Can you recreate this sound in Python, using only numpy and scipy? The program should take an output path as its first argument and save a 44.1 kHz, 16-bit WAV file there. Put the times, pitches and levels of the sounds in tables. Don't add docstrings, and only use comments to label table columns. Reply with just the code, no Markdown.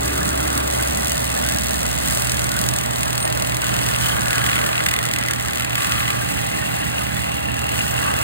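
import sys
import numpy as np
from scipy import signal
from scipy.fft import rfft, irfft, next_fast_len
from scipy.io import wavfile
from scipy.ndimage import map_coordinates

SR = 44100
rng = np.random.default_rng(int(sys.argv[2]) if len(sys.argv) > 2 else 0)


def write(x):
    x = np.atleast_2d(x).T
    wavfile.write(sys.argv[1], SR, np.round(np.clip(x, -1, 1) * 32767).astype(np.int16))


N = 362943
T = np.arange(N) / SR

TOOTH_ROWS = {"first": (.245, 4700), "second": (.645, 3600), "third": (.97, 2800)}
# frequency in Hz, relative level in dB.
TEAR_SPECTRUM = [(500, -30), (2000, -6), (3500, -1), (5000, -.5), (6300, .5), (8000, .8), (9300, -.5),
                 (11000, -1), (14000, -5), (16000, -5)]
# time in seconds, relative level in dB.
ENGINE_LEVEL = [(0, -25), (1.0, -25.5), (2.0, -28.5), (2.9, -34), (4.1, -32.5), (5.1, -38.5), (6.3, -35),
                (8.23, -34)]
LEVEL_TIMES = [.3, 1.6, 3.5, 5.3, 6.7, 7.9]


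def amp(db):
    return 10 ** (np.asarray(db) / 20)


def unit(x):
    return x / np.sqrt(np.mean(x ** 2) + 1e-20)


def along(points, hz):
    frequencies, values = np.transpose(points)
    return np.interp(np.log(hz + 1), np.log(frequencies + 1), values)


def curve(points):
    return np.interp(T, *np.transpose(points))


def wobble(rate):
    return map_coordinates(rng.standard_normal(int(N * rate / SR) + 4), [T * rate], order=2)


def filtered(x, response):
    size = next_fast_len(N + 8192)
    return irfft(rfft(x, size) * response(np.fft.rfftfreq(size, 1 / SR)), size)[..., :N]


def coloured(x, spectrum):
    return filtered(x, lambda hz: unit(amp(along(spectrum, hz))))


def muffled(x, top_hz):
    return filtered(x, lambda hz: 1 / np.sqrt(1 + (hz / top_hz) ** 12))


def gate(start, end, attack_s, release_s):
    return np.clip((T - start) / attack_s + .5, 0, 1) * np.exp(-np.maximum(T - end, 0) / release_s)


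def swells(events, rest_db, attack_s, release_s):
    power = amp(rest_db)[:, None] ** 2 * np.ones(N)
    for start, end, *levels in events:
        power = power + np.outer(amp(levels), gate(start, end, attack_s, release_s)) ** 2
    return 10 * np.log10(power)


def spikes(times, heights):
    return np.bincount(np.clip(np.round(times * SR).astype(int), 0, N - 1), heights, N)


def bursts(times, db, rise_s, decay_s, tail_db, tail_s):
    t = np.arange(SR // 16) / SR
    rise = 1 - np.exp(-(t / rise_s) ** 2)
    shape = rise * (np.exp(-t / decay_s) + amp(tail_db) * np.exp(-t / tail_s))
    power = signal.fftconvolve(spikes(times, amp(db) ** 2), (shape / shape.max()) ** 2)[:N]
    return np.sqrt(np.abs(power))


def crackle(rate, share):
    cracks = (rng.random((2, N)) < rate / SR) * rng.laplace(size=(2, N))
    return np.sqrt(share) * unit(cracks) + np.sqrt(1 - share) * rng.standard_normal((2, N))


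def whirl(turns, noise, share):
    size = SR // 41
    one_turn = irfft(np.exp(2j * np.pi * rng.random((2, size // 2))), size * 8)
    buzz = np.array([np.interp(turns % 1, np.linspace(0, 1, len(wave)), wave) for wave in one_turn])
    return np.sqrt(share) * unit(buzz) + np.sqrt(1 - share) * noise


def tone(cycles, db, drift, flicker_db):
    strength = np.sqrt(2) * amp(db + flicker_db * wobble(3))
    return strength * np.sin(2 * np.pi * (cycles + drift * wobble(6)))


def overtones(cycles, rows):
    return sum(tone(multiple * cycles, np.interp(T, LEVEL_TIMES, levels), drift=.06, flicker_db=1.5)
               for multiple, *levels in rows)


def drive(whine_hz=312, whine_db=-5):
    # time in seconds, growl level in dB.
    pull_level = [(0, -37.5), (.4, -37.5), (.8, -41.5), (1.4, -65), (2.5, -65)]
    # frequency in Hz, relative level in dB.
    growl_spectrum = [(150, -47), (280, 6), (340, -2.5), (430, -3), (520, -21), (900, -47)]
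    pull_db = curve(pull_level)
    growl = coloured(amp(pull_db + 1.5 * wobble(13.2)) * rng.standard_normal(N), growl_spectrum)
    return growl + tone(whine_hz * T, pull_db + whine_db, drift=.2, flicker_db=-1.5)


def hydraulics():
    # pitch in Hz, wander as a share of the pitch, then level in dB at each of LEVEL_TIMES.
    whines = [(312, .008, -42, -44, -42, -41, -46, -46), (589, .004, -41, -39, -44, -53, -53, -49),
              (633, .003, -39, -39, -40, -46, -45, -44)]
    out = np.zeros(N)
    for hz, wander, *levels in whines:
        cycles = np.cumsum(hz * (1 + wander * wobble(3))) / SR
        out += tone(cycles, np.interp(T, LEVEL_TIMES, levels), drift=.1, flicker_db=2)
    return out


def engine(firing_hz=67.7, gain_db=-2.5):
    # multiple of the firing rate, then level in dB at each of LEVEL_TIMES.
    engine_overtones = [(6, -37, -44, -47, -48, -46, -44), (12, -46, -44, -46, -42, -37.5, -37)]
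    firings = np.cumsum(firing_hz * (1 + .002 * wobble(2))) / SR
    note = tone(firings, curve(ENGINE_LEVEL) + gain_db, drift=.018, flicker_db=.4)
    return note + overtones(firings, engine_overtones)


def squeaks(gain_db=2, swell_s=.035):
    # time of the peak in seconds, pitch in Hz, relative level in dB.
    metal_squeaks = [(.28, 8932, -45), (.42, 8932, -46), (.57, 8932, -44), (2.95, 8932, -48),
                     (3.23, 8932, -40), (3.22, 15262, -43), (5.28, 14512, -48), (5.75, 14512, -45),
                     (5.88, 15262, -46), (6.01, 14512, -42), (6.04, 15262, -44), (6.3, 15262, -49),
                     (6.7, 14512, -49), (6.86, 15262, -50), (7.06, 14512, -49), (7.21, 14512, -46),
                     (7.48, 15262, -45), (7.74, 15262, -47), (7.91, 14512, -44)]
    return sum(np.exp(-((T - peak) / swell_s) ** 2) * tone(hz * T, db + gain_db, drift=.54, flicker_db=-5)
               for peak, hz, db in metal_squeaks)


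def tings(hits_per_s=7, decay_s=.05):
    # pitch in Hz, level in dB at the start, level in dB at the end.
    steel_notes = [(3436, -47, -55), (6231, -58, -55), (8932, -51, -56), (14512, -68, -55),
                   (15262, -57, -55)]
    out = np.zeros(N)
    for hz, first_db, last_db in steel_notes:
        hits = (rng.random(N) < hits_per_s / SR) * rng.uniform(.37, 1, N)
        ring = signal.lfilter([1], [1, -np.exp((2j * np.pi * hz - 1 / decay_s) / SR)], hits).imag
        out += amp(np.linspace(first_db, last_db, N)) * unit(ring)
    return out


def churned_air(turns, spray_db, rumble_db=-29.5, usual_engine_db=-33.5):
    # frequency in Hz, relative level in dB.
    rumble_spectrum = [(15, -55), (30, -28), (45, -9), (62, -1), (100, -2), (150, 2), (250, -0.5),
                       (330, -2), (450, -55), (900, -47)]
    # frequency in Hz, relative level in dB.
    roar_spectrum = [(150, -40), (330, -6), (420, -2), (520, -2), (630, 0), (780, -.5), (950, -3.5),
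                     (1300, -9), (2500, -30), (6000, -70)]
    # time in seconds, level in dB.
    roar_level = [(0, -24.5), (2, -26), (3.1, -26.5), (4.4, -24.5), (5.45, -28.5), (6, -27), (7.55, -28.5),
                  (8.1, -25)]
    swell_db = .24 * (curve(ENGINE_LEVEL) - usual_engine_db) + .23 * (spray_db - spray_db.mean())
    rumble = amp(rumble_db + swell_db + 1.27 * wobble(14)) * rng.standard_normal((2, N))
    roar = amp(curve(roar_level) + .84 * wobble(18)) * whirl(turns, crackle(700, share=.15), share=.16)
    return coloured(rumble, rumble_spectrum) + coloured(roar, roar_spectrum)


def drum_hum(turns, gain_db=-1):
    # time in seconds, relative level in dB.
    hum_level = [(0, -30), (1.15, -32.5), (1.5, -30), (1.75, -34), (2.3, -28.5), (3.5, -27.5), (4.05, -27),
                 (4.5, -28), (5.4, -31.5), (6, -28.5), (7, -29.5), (8.23, -29)]
    # multiple of the drum speed, then level in dB at each of LEVEL_TIMES.
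    drum_overtones = [(2, -45, -45, -46, -46, -38, -37), (4, -43, -42, -41, -42, -36, -37),
                      (5, -44, -41, -42, -47, -37, -42), (6, -46, -39, -45, -46, -46, -45),
                      (7, -52, -50, -50, -45, -40, -42), (11, -46, -50, -50, -52, -49, -43),
                      (14, -43, -45, -41, -45, -47, -44), (16, -42, -41, -43, -48, -46, -46),
                      (25, -54, -52, -40, -51, -54, -45), (26, -54, -54, -45, -54, -56, -52),
                      (28, -52, -50, -38, -52, -56, -50), (30, -54, -52, -41, -52, -54, -52),
                      (29, -50, -54, -49, -52, -47, -46), (34, -46, -49, -48, -52, -56, -52),
                      (37, -48, -48, -46, -51, -55, -52), (41, -53, -54, -52, -50, -48, -47),
                      (44, -54, -50, -49, -51, -45, -50), (51, -52, -50, -49, -45, -43, -45)]
    hum = tone(len(TOOTH_ROWS) * turns, curve(hum_level) + gain_db, drift=.025, flicker_db=.6)
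    return hum * (1 + .36 * wobble(50)) + overtones(turns, drum_overtones)


def hood(x):
    # pitch in Hz, width of the ringing band in Hz, relative level in dB.
    hood_notes = [(1080, 30, -3), (1165, 50, -2), (1240, 40, -5), (1400, 30, -5), (1460, 35, -2),
                  (1515, 30, -2), (1650, 70, -3), (1820, 160, -5), (1970, 70, 0), (2060, 70, 1),
                  (2190, 100, -1), (2280, 100, -3), (2430, 130, -3), (2580, 120, -5), (2710, 130, -5),
                  (3100, 500, -8), (4100, 1300, -6)]

    def response(f):
        ringing = sum(amp(db) * 1j * f * width / (hz * hz - f * f + 1j * f * width)
                      for hz, width, db in hood_notes)
        bass_cut = (1j * f / (900 + 1j * f)) ** 2
        return unit(ringing * bass_cut)
    return filtered(x, response)


def debris(turns, grinding_db, spray_db, rattle_db=-9, ring_db=-4, chips_db=-2.5, flutter_db=2.17):
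    # frequency in Hz, relative level in dB.
    grind_spectrum = [(400, -40), (900, -7), (1150, 0), (1480, 0), (1750, -2), (2200, 0), (2750, -.5),
                      (3000, -9), (4000, -14), (5200, -22), (12000, -50)]
    # frequency in Hz, relative level in dB.
    spray_spectrum = [(1500, -30), (3300, -4), (4400, .5), (5000, -2.5), (5600, -1), (8300, 1), (9300, -.5),
                      (11000, .5), (14000, -4), (16000, -3)]
    rattle = amp(grinding_db + rattle_db + flutter_db * wobble(120)) * crackle(1500, share=.66)
    hits = amp(grinding_db + ring_db) * whirl(turns, crackle(900, share=.47), share=.43)
    ring = muffled(hood(hits), top_hz=3780)
    handfuls_db = flutter_db * wobble(170) + 1.2 * wobble(21)
    chips = amp(spray_db + chips_db + handfuls_db) * crackle(4500, share=.45)
    return coloured(rattle, grind_spectrum) + ring + coloured(chips, spray_spectrum)


def chunks(grinding_db, gain_db=-4, count=900, centre_hz=1950, spread_octaves=.42, decay_cycles=20):
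    starts = rng.integers(0, N, count)
    pitch, size = np.clip(rng.standard_normal((2, count, 1)), -2, 2)
    hz = centre_hz * 2 ** (spread_octaves * pitch)
    t = np.arange(SR // 30) / SR
    clinks = amp(4 * size) * np.sin(2 * np.pi * hz * t) * np.exp(-hz * t / decay_cycles)
    samples = (starts[:, None] + np.arange(len(t))).ravel()
    direction = rng.uniform(0, 2 * np.pi, (count, 1))
    pair = np.array([np.bincount(samples, (clinks * gain).ravel(), N)[:N]
                     for gain in (np.cos(direction), np.sin(direction))])
    return amp(grinding_db + gain_db) * unit(pair)


def groan(turns, groan_db, gain_db=-1, throb_db=2):
    # frequency in Hz, relative level in dB.
    groan_spectrum = [(500, -40), (950, -12), (1080, -2), (1180, 1), (1340, -5), (1460, -1), (1640, -3),
                      (1850, -12), (3000, -45)]
    level_db = groan_db + gain_db + throb_db * np.cos(2 * np.pi * len(TOOTH_ROWS) * turns)
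    return coloured(amp(level_db) * whirl(turns, crackle(900, share=.11), share=.087), groan_spectrum)


def chatter(turns, throb_db=5):
    # start and end in seconds, pitch in Hz, width of the ringing band in Hz, level in dB.
    pieces = [(.12, 0.313, 1410, 90, -33), (0.486, .62, 1410, 160, -29.5), (2.05, 2.47, 2220, 70, -43),
              (2.49, 2.59, 1456, 50, -31.5), (3.63, 3.96, 2770, 600, -33), (4.005, 4.125, 3080, 200, -29),
              (4.333, 4.62, 2980, 500, -32.5), (4.04, 4.65, 1470, 30, -35), (4.042, 4.5, 1660, 35, -37),
              (4.66, 4.834, 2350, 400, -34), (4.88, 5.347, 2030, 120, -30.5),
              (5.67, 6.123, 2600, 350, -32.5), (5.763, 6.3, 1180, 35, -33), (6.25, 7.06, 2740, 110, -34),
              (7.205, 8.23, 2730, 110, -31.5), (7.72, 7.83, 2800, 400, -36), (7.94, 8.094, 1620, 130, -31),
              (8.033, 8.087, 1140, 200, -25), (8.07, 8.09, 1600, 300, -30)]
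    throb = amp(throb_db * np.cos(2 * np.pi * (turns - TOOTH_ROWS["second"][0])))
    out = np.zeros((2, N))
    for start, end, hz, width_hz, db in pieces:
        rattle = throb * crackle(500, share=.7)
        ring = unit(signal.lfilter(*signal.iirpeak(hz, hz / width_hz, fs=SR), rattle))
        out += amp(db) * gate(start, end, attack_s=.037, release_s=.019) * ring
    return out


def snaps(turns, splinter_db=3, knock_db=-4):
    # start in seconds, number of cracks, turns between them, relative splinter and knock dB.
    branches = [(.078, 5, 4, -21, -26), (.29, 1, 1, -18, -30), (.576, 1, 1, -17, -23),
                (1.118, 1, 1, -16, -26), (1.487, 2, 4, -16, -24), (2.108, 1, 1, -19, -24),
                (2.22, 2, 4, -16, -24), (2.517, 1, 1, -18, -22), (2.613, 2, 7, -17, -26),
                (3.568, 1, 1, -19, -23), (3.832, 1, 1, -20, -26), (3.886, 1, 1, -20, -21),
                (4.043, 2, 5, -23, -17), (4.059, 1, 1, -19, -16), (4.330, 1, 1, -20, -14),
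                (4.193, 2, 1, -21, -24), (4.381, 1, 1, -27, -20), (4.662, 1, 1, -23, -15),
                (4.463, 1, 1, -17, -14.5), (4.496, 1, 1, -20, -12), (4.531, 2, 1, -24, -15),
                (4.589, 2, 3, -23, -15), (4.838, 1, 1, -22, -17), (4.861, 3, 1, -18, -15),
                (4.937, 1, 1, -17, -12), (4.963, 1, 1, -22, -18), (5.136, 1, 1, -20, -18),
                (5.161, 1, 1, -23, -15), (5.186, 1, 1, -18, -22), (5.226, 1, 1, -26, -16),
                (5.284, 1, 1, -20, -19), (5.309, 1, 1, -18, -14), (5.334, 1, 1, -20, -21),
                (5.398, 1, 1, -22, -14), (5.408, 1, 1, -22, -20), (5.597, 2, 2, -22, -15.5),
                (5.754, 1, 1, -17, -13), (5.779, 1, 1, -26, -19), (5.847, 1, 1, -22, -19),
                (5.921, 1, 1, -18, -19), (5.961, 1, 1, -27, -15), (6.103, 1, 1, -23, -15)]
    cracks = [(np.interp(start, T, turns) + k * apart, splinter, knock)
              for start, count, apart, splinter, knock in branches for k in range(count)]
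    at_turns, splinter_levels, knock_levels = np.transpose(cracks)
    times = np.interp(at_turns, turns, T)
    shape = dict(rise_s=.0005, decay_s=.0014, tail_db=-18, tail_s=.006)
    splinters = bursts(times, splinter_levels + splinter_db, **shape) * crackle(5200, share=.045)
    knocks = bursts(times, knock_levels + knock_db, **shape) * crackle(7100, share=1)
    return coloured(splinters, TEAR_SPECTRUM) + muffled(hood(knocks), top_hz=3400)


def teeth(turns, jitter_s=.00014, scatter_db=1.8, tear_db=-1, chop_db=-2, rasp_db=-3, ring_db=-12):
    # name of the tooth row, start and end in seconds, relative needle and wood levels in dB.
    boughs = [("first", 0, 0.62, -19.5, -36), ("first", 0.668, 2.0, -18, -29),
              ("first", 2.05, 2.85, -16, -26), ("first", 2.9, 3.55, -17.5, -23),
              ("first", 3.6, 4.09, -17.5, -21), ("first", 4.2, 4.38, -17, -19),
              ("first", 4.51, 4.59, -30, -20), ("first", 4.72, 4.82, -23.5, -15),
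              ("first", 5.01, 5.07, -16.5, -20.5), ("first", 5.22, 5.27, -28, -19),
              ("first", 5.55, 5.66, -23, -21.5), ("first", 5.8, 5.92, -25, -19.5),
              ("first", 5.4, 6.6, -25, -40), ("second", 0.3, 0.62, -31, -33),
              ("second", 0.7, 2.2, -18.5, -35), ("second", 4.0, 3.8, -20, -16),
              ("second", 4.37, 4.69, -22.5, -16.5), ("second", 4.85, 5.0, -18, -14.5),
              ("second", 5.03, 5.37, -18.5, -21), ("second", 5.43, 5.62, -19, -20.5),
              ("second", 5.7, 5.82, -22.5, -18), ("second", 5.94, 6.12, -23, -16.5),
              ("third", 2.4, 3.2, -29, -31), ("third", 3.65, 4.05, -28, -32),
              ("third", 5.9, 7.4, -26, -22.5), ("third", 7.5, 8.23, -21.5, -20)]
    twig_levels = (-51, -42.5)
    # frequency in Hz, relative level in dB.
    chop_spectrum = [(400, -30), (1100, -1.5), (1600, -1.5), (2050, 1), (2400, -1), (3000, -3.5),
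                     (4500, -14), (8000, -14)]
    tear_power, knocks = np.zeros(N), np.zeros((2, N))
    t = np.arange(SR // 60) / SR
    for name, (angle, top_hz) in TOOTH_ROWS.items():
        in_reach = [bough[1:] for bough in boughs if bough[0] == name]
        needle_level, wood_level = swells(in_reach, twig_levels, attack_s=.015, release_s=.015)
        lateness, force = rng.standard_normal((int(turns[-1]), 2)).T
        times = np.interp(np.arange(len(force)) + angle, turns, T)
        needle_db = np.interp(times, T, needle_level) + scatter_db * force
        wood_db = np.interp(times, T, wood_level) + scatter_db * force
        tear_power += bursts(times + jitter_s * lateness, needle_db + tear_db,
                             rise_s=.0008, decay_s=.0015, tail_db=-10.5, tail_s=.007) ** 2
        blows = bursts(times, wood_db + chop_db, rise_s=.0009, decay_s=.0016, tail_db=-14, tail_s=.006)
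        chop = blows * crackle(5000, share=.3)
        groove = unit(rng.standard_normal(len(t))) * (t / .0008) * np.exp(1 - t / .0008)
        rasp = signal.fftconvolve(spikes(times, amp(wood_db + rasp_db)), groove)[:N]
        knocks += muffled(chop + rasp, top_hz)
    needles = coloured(np.sqrt(tear_power) * crackle(9000, share=.35), TEAR_SPECTRUM)
    return needles + coloured(knocks, chop_spectrum) + amp(ring_db) * hood(knocks)


def wide_stereo(pair):
    # frequency in Hz, how alike left and right are (0 to 1).
    likeness = [(35, 0.22), (70, 0.33), (130, 0.77), (250, 0.92), (400, 0.99), (1000, 0.9), (1400, 0.42),
                (1850, 0.61), (2200, 0.95), (3000, 0.84), (4800, 0.51), (5600, 1), (6600, 0.66),
                (10500, 0.97), (11800, 1), (13500, 0.74)]
    # frequency in Hz, roughly how far the left wave runs ahead of the right in radians.
    left_lead = [(0, -.5), (130, -1), (200, -1.5), (260, -2.5), (330, -3.15), (1000, -3.5), (1450, -4.1),
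                 (1700, -5.8), (2000, -5.2), (2200, -3.2), (2750, -4), (4200, -4.3), (5100, -3.3),
                 (5900, -3.05), (8300, -.1), (9000, .1), (11500, 3.05), (12300, 3.2), (14400, 6.2)]
    # frequency in Hz, level of the left against the right in dB.
    left_level = [(40, 2), (70, -3.5), (120, -10.5), (190, -18), (250, -17), (310, -8), (390, 0), (1450, 0),
                  (1650, -1), (2000, -4.5), (2250, -0.5)]

    def mix(hz, side):
        blend = np.arccos(np.clip(along(likeness, hz), -1, 1)) / 2
        lead = np.interp(hz, *np.transpose(left_lead))
        return np.array([np.cos(blend), side * np.sin(blend)]) * np.exp(.5j * side * lead)
    left = filtered(pair, lambda hz: mix(hz, .95) * amp(along(left_level, hz))).sum(0)
    right = filtered(pair, lambda hz: mix(hz, -.98)).sum(0)
    return np.array([left, right])


def spread_bass(stereo, top_hz=108):
    # time in seconds, width as a factor (1 leaves it as it is).
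    bass_width = [(0, 0.059), (1.1, 0.15), (2.0, 2.1), (8.23, 1.6)]
    side = muffled(stereo[0] - stereo[1], top_hz) / 2 * (curve(bass_width) - 1)
    return stereo + np.array([side, -side])


def scene():
    # time in seconds, drum speed in turns a second.
    drum_speed = [(0.0, 40.24), (0.4, 40.3), (1.3, 40.82), (1.95, 40.89), (2.7, 40.67), (3.3, 40.97),
                  (3.8, 40.84), (4.65, 40.05), (5.5, 40.55), (6.4, 39.66), (7.3, 40.05), (8.23, 40.31)]
    # start and end in seconds, then relative groan, grinding and spray levels in dB.
    armfuls = [(0, .65, -33, -36.5, -28.5), (.7, 1.95, -64, -35, -34.5), (2.0, 2.3, -35.5, -33, -26),
               (2.3, 3.55, -48, -38.5, -31.5), (3.6, 3.98, -33, -34.5, -28), (4.0, 4.14, -30.5, -33, -24),
               (4.3, 4.66, -27.5, -34, -27), (4.7, 5.6, -40, -39, -54), (5.77, 6.08, -31, -31, -27),
               (6.2, 7.2, -61, -35.5, -31), (7.7, 8.23, -35, -35.5, -28), (8.03, 8.09, -29, -46, -45)]
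    # relative groan, grinding and spray levels in dB.
    trickle_levels = (-51, -32.5, -33)
    # frequency in Hz, gain in dB.
    centre_gain = [(380, -18.5), (600, -14), (800, -10), (1050, -10), (1400, -18.5)]
    turns = np.cumsum(curve(drum_speed)) / SR
    groan_db, grinding_db, spray_db = swells(armfuls, trickle_levels, attack_s=.044, release_s=.23)
    wood = teeth(turns) + snaps(turns) + chatter(turns) + groan(turns, groan_db)
    loose_wood = debris(turns, grinding_db, spray_db) + chunks(grinding_db)
    air = churned_air(turns, spray_db)
    machine = engine() + drum_hum(turns) + hydraulics() + tings() + squeaks()
    wide = wide_stereo(wood + loose_wood + air + np.array([machine, np.zeros(N)]))
    centre = filtered(machine, lambda hz: amp(along(centre_gain, hz))) + drive()
    return spread_bass(wide) + centre


def record(dry, top_hz=15800):
    return filtered(dry, lambda hz: 1 / (1 + np.exp(np.clip((hz - top_hz) / 20, -60, 60))))


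dry = scene()
out = record(dry)
write(out)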